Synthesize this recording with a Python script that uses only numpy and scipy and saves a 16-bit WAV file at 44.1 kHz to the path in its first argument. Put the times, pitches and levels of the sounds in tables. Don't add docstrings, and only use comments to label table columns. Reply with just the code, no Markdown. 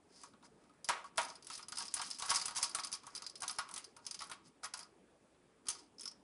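import sys
import numpy as np
from scipy import signal
from scipy.io import wavfile

SR = 44100
rng = np.random.default_rng(int(sys.argv[2]) if len(sys.argv) > 2 else 0)


def store_pcm(level_fs):
    pcm = np.round(np.clip(level_fs, -1, 1) * 32767).astype(np.int16)
    wavfile.write(sys.argv[1], SR, np.atleast_2d(pcm).T)


def amplitude_ratio(level_db):
    exponent = np.asarray(level_db, float) / 20
    return 10 ** exponent


N = 274743

# t/s, screw ring level/dB, panel knock level/dB, bright snap level/dB (before trims)
CONTACTS = [(.2344, -64, -54.5, -51), (.3351, -85, -61, -84), (.4262, -78, -62, -75), (.638, -80, -69, -76),
            (.694, -78, -69, -80), (.737, -82, -78, -78), (.844, -46, -67, -45), (.879, -53, -72.5, -65),
            (.8874, -40, -36, -33), (.892, -50, -35, -48), (1.0422, -61, -54, -60.5),
            (1.158, -67, -63, -64), (1.1739, -55, -60, -43), (1.179, -40, -33, -36),
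            (1.2148, -51, -45, -44), (1.23, -53, -62, -48), (1.248, -52, -61, -48), (1.2843, -52, -57, -57),
            (1.3003, -48, -77, -64), (1.3535, -55, -71, -57), (1.424, -59, -78, -57.5),
            (1.4455, -56, -67.5, -59.5), (1.4685, -62, -61, -46.5), (1.4999, -56, -49, -48),
            (1.532, -52, -77, -50), (1.555, -69, -74, -49), (1.5768, -54.5, -67, -47),
            (1.592, -72, -52.5, -72), (1.6269, -46.5, -61, -58), (1.6836, -49.5, -60, -46),
            (1.7207, -44.5, -46, -47), (1.7713, -41, -53, -44), (1.7835, -43.5, -52, -39.5),
            (1.8038, -52, -48, -52.5), (1.8227, -51.5, -54.5, -44.5), (1.8596, -53, -80, -55),
            (1.8807, -42.5, -69, -54), (1.9058, -59, -75, -67.5), (1.9397, -48.5, -49, -34),
            (1.9653, -50, -43.5, -45), (1.9943, -42, -42.5, -58), (2.0156, -44, -43.5, -40.5),
            (2.062, -58.5, -65, -52), (2.1023, -56, -65, -48.5), (2.111, -41.5, -68, -46),
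            (2.145, -49, -79.5, -54), (2.186, -56, -68, -47), (2.197, -52.5, -51.5, -43),
            (2.2212, -57.5, -39.5, -40.5), (2.249, -64, -48.5, -50.5), (2.26, -58, -71, -45.5),
            (2.2828, -55, -44, -47.5), (2.2942, -40, -53.5, -43.5), (2.3025, -31, -42, -28.5),
            (2.3122, -53, -35, -51), (2.346, -39.5, -60, -32.5), (2.3574, -32, -62, -32.5),
            (2.3672, -34.5, -45.5, -44), (2.414, -37.5, -47, -45), (2.456, -40.5, -52.5, -36),
            (2.481, -44, -43.5, -42.5), (2.5085, -61, -46, -49.5), (2.55, -50.5, -71, -50),
            (2.5576, -49.5, -49, -43.5), (2.565, -47.5, -73, -36.5), (2.5734, -34, -67, -38),
            (2.581, -43.5, -44, -38.5), (2.628, -29.5, -42.5, -30), (2.6415, -35.5, -52.5, -38),
            (2.6938, -45, -77, -48), (2.7117, -47, -80.5, -59), (2.748, -38.5, -41, -31.5),
            (2.786, -54, -42, -48), (2.796, -39.5, -62, -48), (2.8344, -41.5, -89, -47.5),
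            (2.846, -43, -55, -41.5), (2.8702, -44.5, -65, -47.5), (2.9162, -49, -62, -47),
            (2.9262, -41, -56.5, -35.5), (2.9373, -43, -54, -45), (2.949, -47, -61, -46),
            (3.0334, -65, -58, -65), (3.0667, -65, -51, -48), (3.1502, -45, -61, -44.5),
            (3.1575, -44, -77, -60), (3.163, -55.5, -60, -46), (3.176, -45, -73, -51),
            (3.2206, -45.5, -54, -49), (3.24, -49.5, -78, -74), (3.2641, -44.5, -66, -47.5),
            (3.296, -46.5, -67.5, -52.5), (3.355, -45, -67.5, -51), (3.3763, -66, -75, -63),
            (3.404, -53.5, -71, -52), (3.4205, -55, -51.5, -44), (3.4313, -49.5, -41.5, -45),
            (3.4788, -42.5, -71, -37), (3.494, -38.5, -46, -47), (3.51, -50, -66, -45),
            (3.561, -52, -77, -61), (3.5852, -37, -37, -40), (3.622, -70, -67, -76),
            (3.6888, -68, -54, -58), (3.7118, -71, -56, -50), (3.7395, -69, -77, -44),
            (3.7616, -64, -54, -41), (3.778, -54, -64, -42), (3.8424, -50.5, -70, -52),
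            (3.9648, -63, -57.5, -55), (3.9888, -76, -60, -86), (4.051, -55, -79, -61),
            (4.065, -42, -57.5, -43), (4.11, -40, -60, -43), (4.1436, -39.5, -60, -45.5),
            (4.1905, -45, -64, -52), (4.2045, -58, -48, -52), (4.2187, -46, -44, -48),
            (4.2393, -54, -66, -54), (4.2971, -71, -51.5, -51), (4.314, -47, -45.5, -46.5),
            (4.333, -61, -55.5, -56), (4.6326, -56, -50.5, -55), (4.6434, -45, -68, -46),
            (4.6544, -47, -47.5, -47), (4.737, -43, -47, -42), (4.7733, -52, -63, -48.5),
            (4.7916, -50, -72.5, -48), (4.8058, -55, -58, -65), (4.8295, -52, -65, -59),
            (5.345, -99, -74, -93.5), (5.6557, -76, -65, -64), (5.668, -47.5, -56, -54),
            (5.6847, -40, -51, -31.5), (5.7014, -46, -57.5, -38), (5.9825, -56, -81.5, -70),
            (5.9949, -53, -69, -56), (6.0086, -57, -72, -47), (6.016, -50, -82, -57),
            (6.0324, -49, -74, -51.5), (6.0549, -42, -55, -52), (6.0764, -38, -71, -54),
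            (6.1131, -50, -72, -61)]
# t/s of most pressure, length/s, screw side level/dB, panel side level/dB
TWISTS = [(0.188, 0.23, -61, -73), (0.453, 0.044, -60.5, -64.5), (0.624, 0.18, -82, -77),
          (0.953, 0.17, -75, -52), (1.064, 0.059, -63, -66), (1.264, 0.23, -59, -63),
          (1.528, 0.18, -53, -79), (1.801, 0.16, -45.5, -66), (2.021, 0.35, -50, -68),
          (2.234, 0.11, -45, -55), (2.303, .05, -35, -45), (2.36, .2, -43, -56.5),
          (2.607, 0.22, -52.5, -57.5), (2.784, 0.33, -58.5, -59.5), (3.1, 0.29, -67, -66.5),
          (3.214, 0.15, -78, -63.5), (3.431, 0.037, -44, -44), (3.49, 0.24, -57, -71.5),
          (3.63, 0.19, -84, -72), (3.756, 0.26, -60, -63), (4.055, .12, -70, -73), (4.242, 0.21, -64, -70),
          (4.464, 0.062, -63.5, -78), (4.644, 0.033, -49.5, -48.5), (4.792, 0.13, -59, -60.5),
          (5.745, 0.19, -58.5, -68.5), (6.028, .12, -74, -80)]
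# t/s, level/dB
JOLTS = [(.889, -37), (1.18, -39)]
# t/s, f/Hz, level/dB (before the swell)
BUMPS = [(.335, 223, -66.5), (.51, 433, -68), (5.815, 300, -65), (5.85, 300, -70)]

# f/Hz, width/Hz, relative level/dB, t60/s of its energy
# (t60 is the time to fall by 60 dB)
SCREW = [(4400, 220, -16, 0.011), (4836, 370, 3, 0.057), (5100, 53, -3.5, 0.039), (5225, 330, -1.5, .04)]
PANEL = [(660, 60, -10, .07), (755, 22, -4, .08), (860, 50, -7, .06), (945, 35, 0, .08),
         (1030, 40, -5, .06), (1125, 25, 0, .08), (1250, 45, -1, .08), (1320, 40, -5, .06),
         (1427, 40, -3, .06), (1617, 30, -4, .06), (1950, 500, -1, .07)]
SNAP = [(5750, 590, -7.5, 0.025), (6210, 260, -3.5, 0.03), (6800, 2200, -2, 0.017), (7900, 180, -11, 0.017),
        (8670, 330, -6, 0.044), (9370, 1100, 0.5, 0.0097), (10766, 120, 8.5, 0.047)]
BRACKET = [(2020, 930, -2, 0.018), (2500, 1680, 2.5, 0.14), (3210, 360, 0, 0.081), (3920, 470, 4.5, 0.031),
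           (4350, 130, -3, 0.074)]
SHELL = [(735, 290, -3, 0.27), (1850, 790, -1, 0.26), (2470, 600, -7, 0.15), (3620, 500, -9.5, 0.23)]

# f/Hz, t60/s
FREE_T60 = [(700, 0.36), (1300, 0.44), (3000, 0.19), (5200, 0.19), (10000, 0.12)]
# f/Hz, t60/s
TAIL = [(400, 1), (1060, 0.11), (2790, 0.53), (7350, 0.073), (11000, 0.075)]
# f/Hz, relative level/dB per Hz
MURMUR = [(12, -54), (20, -24.5), (107, -7.5), (192, -2), (309, 0.5), (353, -5), (403, 1), (473, -16),
          (513, -6), (849, -10.5), (1020, -12), (2500, -20.5), (7930, -28), (11500, -11.5), (15000, -75.5),
          (22000, -120)]

CONTACT_S, RISE_SHARE = 0.00028, 0.22
CHATTER_DB = -5
MODE_SCATTER_DB = 3
SCREW_DB, PANEL_DB, SNAP_DB, BRACKET_DB = 0.5, 3, 9, -0.5
TICK_DB = 13.5
BROAD_HZ = (1467, 11900)
THUMP_DB, THUMP_HZ = 10.5, 300
LIFTED_S, LIFTED_PITCH, LIFTED_WIDTH = 5.9, 1.06, 0.59
CORE_HZ, DEEP_GROWTH, HEAVY_DB = (800, 1500), 0.35, -24
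RATTLE_GROWTH, BRACKET_BELOW_KNOCK_DB, BRACKET_BELOW_SNAP_DB = 1.083, -2.5, -9.5
FREE_DB, FREE_GROWTH, FIRM_DB = -15, 0.23, -52.5

SLIPS_PER_S, SLIP_DB, SLIP_SPREAD_DB = 30, -6, 4.5
TWIST_RISE_SHARE, TWIST_DEPTH_DB = 0.41, 17
GRAINS_PER_S, GRAIN_SPREAD_DB = 6000, 3.0
CLUMP_DB, CLUMPS_PER_S = 3.5, 80
GRITTY_FROM_DB, GRITTY_RANGE_DB = -61, 1
RUB_SNAP_DB, RUB_BROAD_DB = -1, -4

TAIL_DB = -19.5
MURMUR_DB = -68
MURMUR_FLICKER_DB, FLICKER_FADES_HZ = 4, 1198
MAINS_HZ, MAINS_DB = 60, -89.5
ROUNDING = 0.16
CUTOFF_HZ = 10317


def clicks():
    s, screw_db, panel_db, snap_db = np.r_[CONTACTS, slips()].T
    places, power = touches(s)

    from_knock_db = HEAVY_DB + RATTLE_GROWTH * (panel_db - HEAVY_DB) + BRACKET_BELOW_KNOCK_DB
    from_snap_db = snap_db + BRACKET_BELOW_SNAP_DB
    bracket_db = 10 * np.log10(amplitude_ratio(2 * from_knock_db) + amplitude_ratio(2 * from_snap_db))
    free_db = FREE_DB + FREE_GROWTH * (bracket_db - FIRM_DB)

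    pushes = np.sqrt(on_timeline(places, power * amplitude_ratio(2 * bracket_db)[:, None]))
    thump = amplitude_ratio(THUMP_DB) * band(band(pushes, 21, THUMP_HZ), 21, THUMP_HZ)

    tick_envelope = np.sqrt(on_timeline(places, power * amplitude_ratio(2 * snap_db)[:, None]))
    ticks = tick_envelope * rng.standard_normal(N)

    lifted = s[:, None] > LIFTED_S
    loose_screw = [(hz * LIFTED_PITCH, width_hz * LIFTED_WIDTH, db, t60)
                   for hz, width_hz, db, t60 in SCREW]
    parts = [(SCREW, power * ~lifted, screw_db + SCREW_DB),
             (loose_screw, power * lifted, screw_db + SCREW_DB),
             (PANEL, power, panel_db + PANEL_DB),
             (SNAP, power, snap_db + SNAP_DB),
             (BRACKET, power, bracket_db + BRACKET_DB)]
    rung = sum(struck(modes, places, fed, level_db, free_db) for modes, fed, level_db in parts)
    return rung + amplitude_ratio(TICK_DB) * band(ticks, *BROAD_HZ) + thump


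def slips():
    waits = -np.log(1 - rng.random(1000))
    spread = rng.standard_normal((1000, 3))
    s = np.cumsum(waits) / SLIPS_PER_S
    inside = s < N / SR
    s = s[inside]
    screw_db, panel_db = (level[(s * SR).astype(int)] for level in twists())
    levels_db = np.c_[screw_db, panel_db, screw_db] + SLIP_DB + SLIP_SPREAD_DB * spread[inside]
    return np.c_[s, levels_db]


def touches(s):
    span = np.arange(600)
    chatter = np.repeat(rng.standard_normal((len(s), 15)), 40, axis=1)
    length = CONTACT_S * SR
    rise = 1 - np.exp(-span / (RISE_SHARE * length))
    power = np.exp(-span / length) * rise * amplitude_ratio(CHATTER_DB * chatter)
    places = np.minimum(np.round(s[:, None] * SR).astype(int) + span, N - 1)
    return places, power / power.sum(axis=1, keepdims=True)


def on_timeline(places, power):
    return np.bincount(places.ravel(), power.ravel(), N)


def struck(modes, places, power, level_db, free_db):
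    scatter = rng.normal(0, MODE_SCATTER_DB, (len(power), len(modes)))
    total = np.sum(amplitude_ratio(2 * np.array(modes)[:, 2]))
    lightness_db = np.clip(level_db - HEAVY_DB, -30, 0)
    out = np.zeros(N)
    for k, (hz, width_hz, mode_db, t60) in enumerate(modes):
        outside_core = hz < CORE_HZ[0] or CORE_HZ[1] < hz < 2 * CORE_HZ[1]
        lag_db = DEEP_GROWTH * lightness_db * (outside_core and modes is PANEL)
        cluster_db = level_db + mode_db + lag_db + scatter[:, k]
        fed = power * amplitude_ratio(2 * cluster_db)[:, None] / total
        fed_free = fed * amplitude_ratio(2 * free_db)[:, None]
        out += ring(on_timeline(places, fed), on_timeline(places, fed_free), hz, width_hz, t60)
    return out


def ring(power, free_power, hz, width_hz, t60):
    stored = 0
    for fed, decay_s in ((power, t60), (free_power, at_hz(FREE_T60, hz))):
        kept = amplitude_ratio(-120 / (decay_s * SR))
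        stored = stored + signal.lfilter([1], [1, -kept], fed + 1e-24)
    return resonance(np.sqrt(stored) * rng.standard_normal(N), hz, width_hz)


def resonance(x, hz, width_hz):
    r = np.exp(-np.pi * width_hz / SR)
    peak = signal.lfilter([1, 0, -1], [1, -2 * r * np.cos(2 * np.pi * hz / SR), r * r], x)
    return peak * np.sqrt((1 - r * r) / 2)


def at_hz(points, hz):
    table = np.array(points)
    return np.interp(np.log(hz), np.log(table[:, 0]), table[:, 1])


def band(x, low_hz, high_hz):
    edges_hz = [low_hz, min(high_hz, .45 * SR)]
    return signal.sosfilt(signal.butter(2, edges_hz, "band", fs=SR, output="sos"), x)


def scratch():
    screw_db, panel_db = twists()
    grit = np.clip((screw_db - GRITTY_FROM_DB) / GRITTY_RANGE_DB, .1, 1)
    sizes = amplitude_ratio(GRAIN_SPREAD_DB * np.minimum(rng.exponential(1, N), 4)) * rng.choice([-1, 1], N)
    present = rng.random(N) < GRAINS_PER_S / SR
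    grains = sizes * present * amplitude_ratio(grit * CLUMP_DB * drift(CLUMPS_PER_S))

    def rung(modes):
        return rms_one(sum(amplitude_ratio(db) * resonance(grains, hz, width_hz) for hz, width_hz, db, _ in modes))

    unrung = rms_one(band(grains, *BROAD_HZ))
    bright = rung(SCREW) + amplitude_ratio(RUB_SNAP_DB) * rung(SNAP) + amplitude_ratio(RUB_BROAD_DB) * unrung
    return amplitude_ratio(screw_db) * rms_one(bright) + amplitude_ratio(panel_db) * rung(PANEL)


def twists():
    s, length, *levels = np.array(TWISTS).T[:, :, None]
    late = (np.arange(0, N + 40, 40) / SR - s) / length
    from_peak = np.maximum(-late / TWIST_RISE_SHARE, late / (1 - TWIST_RISE_SHARE))
    shape_db = np.maximum(-TWIST_DEPTH_DB * from_peak ** 2, -60)
    coarse = np.arange(late.shape[1])
    return [np.interp(np.arange(N) / 40, coarse, np.max(db + shape_db, axis=0)) for db in levels]


def drift(rate):
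    r = np.exp(-80 * np.pi * rate / SR)
    noise = rng.standard_normal(N // 40 + 2002)
    slow = signal.lfilter([1], [1, -2 * r, r * r], noise)[2000:]
    return np.interp(np.arange(N) / 40, np.arange(len(slow)), rms_one(slow))


def rms_one(x):
    return x / np.sqrt(np.mean(x ** 2) + 1e-20)


def jolts():
    power = np.zeros(N)
    for s, db in JOLTS:
        power[int(s * SR)] = amplitude_ratio(2 * db)
    no_free = np.zeros(N)
    return sum(amplitude_ratio(db) * ring(power, no_free, hz, width_hz, t60) for hz, width_hz, db, t60 in SHELL)


def bumps():
    t = np.arange(N) / SR
    out = np.zeros(N)
    for s, hz, db in BUMPS:
        swell = np.clip((t - s) / 0.0041, 0, 50) * np.exp(1 - np.clip((t - s) / 0.0089, 0, 50))
        out += amplitude_ratio(db) * swell * np.sin(2 * np.pi * hz * (t - s))
    return out


def tail(x):
    t = np.arange(SR // 2) / SR
    edges = 200 * 2 ** np.arange(0, 6.1, .5)
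    echoes = np.zeros(len(t))
    for low, high in zip(edges, edges[1:]):
        decay = amplitude_ratio(-60 * t / at_hz(TAIL, np.sqrt(low * high)))
        echoes += band(rng.standard_normal(len(t)), low, high) * decay
    echoes *= 1 - np.exp(-t / 0.0013)
    return signal.fftconvolve(x, echoes / np.sqrt(np.sum(echoes ** 2)))[:N]


def murmur():
    out = np.zeros(N)
    edges = 20 * 2 ** np.arange(0, 9.6, .5)
    white = rng.standard_normal((2, N + SR))
    for k, (low, high) in enumerate(zip(edges, edges[1:])):
        flicker_db = MURMUR_FLICKER_DB / (1 + low / FLICKER_FADES_HZ) * drift(11)
        level_db = at_hz(MURMUR, np.sqrt(low * high)) + flicker_db
        out += amplitude_ratio(level_db) * band(white[k % 2], low, high)[SR:]
    hum = np.sqrt(2) * np.sin(2 * np.pi * MAINS_HZ * np.arange(N) / SR)
    return amplitude_ratio(MURMUR_DB) * rms_one(out) + amplitude_ratio(MAINS_DB) * hum


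def scene():
    steel = clicks() + scratch() + jolts()
    return (steel + amplitude_ratio(TAIL_DB) * tail(steel) + bumps() + murmur())[None, :]


def low_pass(x):
    return signal.sosfilt(signal.butter(12, 12180, fs=SR, output="sos"), x)


def record(dry):
    rounded = ROUNDING * np.tanh(dry / ROUNDING)
    steep = signal.cheby1(10, .5, CUTOFF_HZ, fs=SR, output="sos")
    mix = signal.sosfilt(steep, rounded)
    return low_pass(mix)


dry = scene()
out = record(dry)
store_pcm(out)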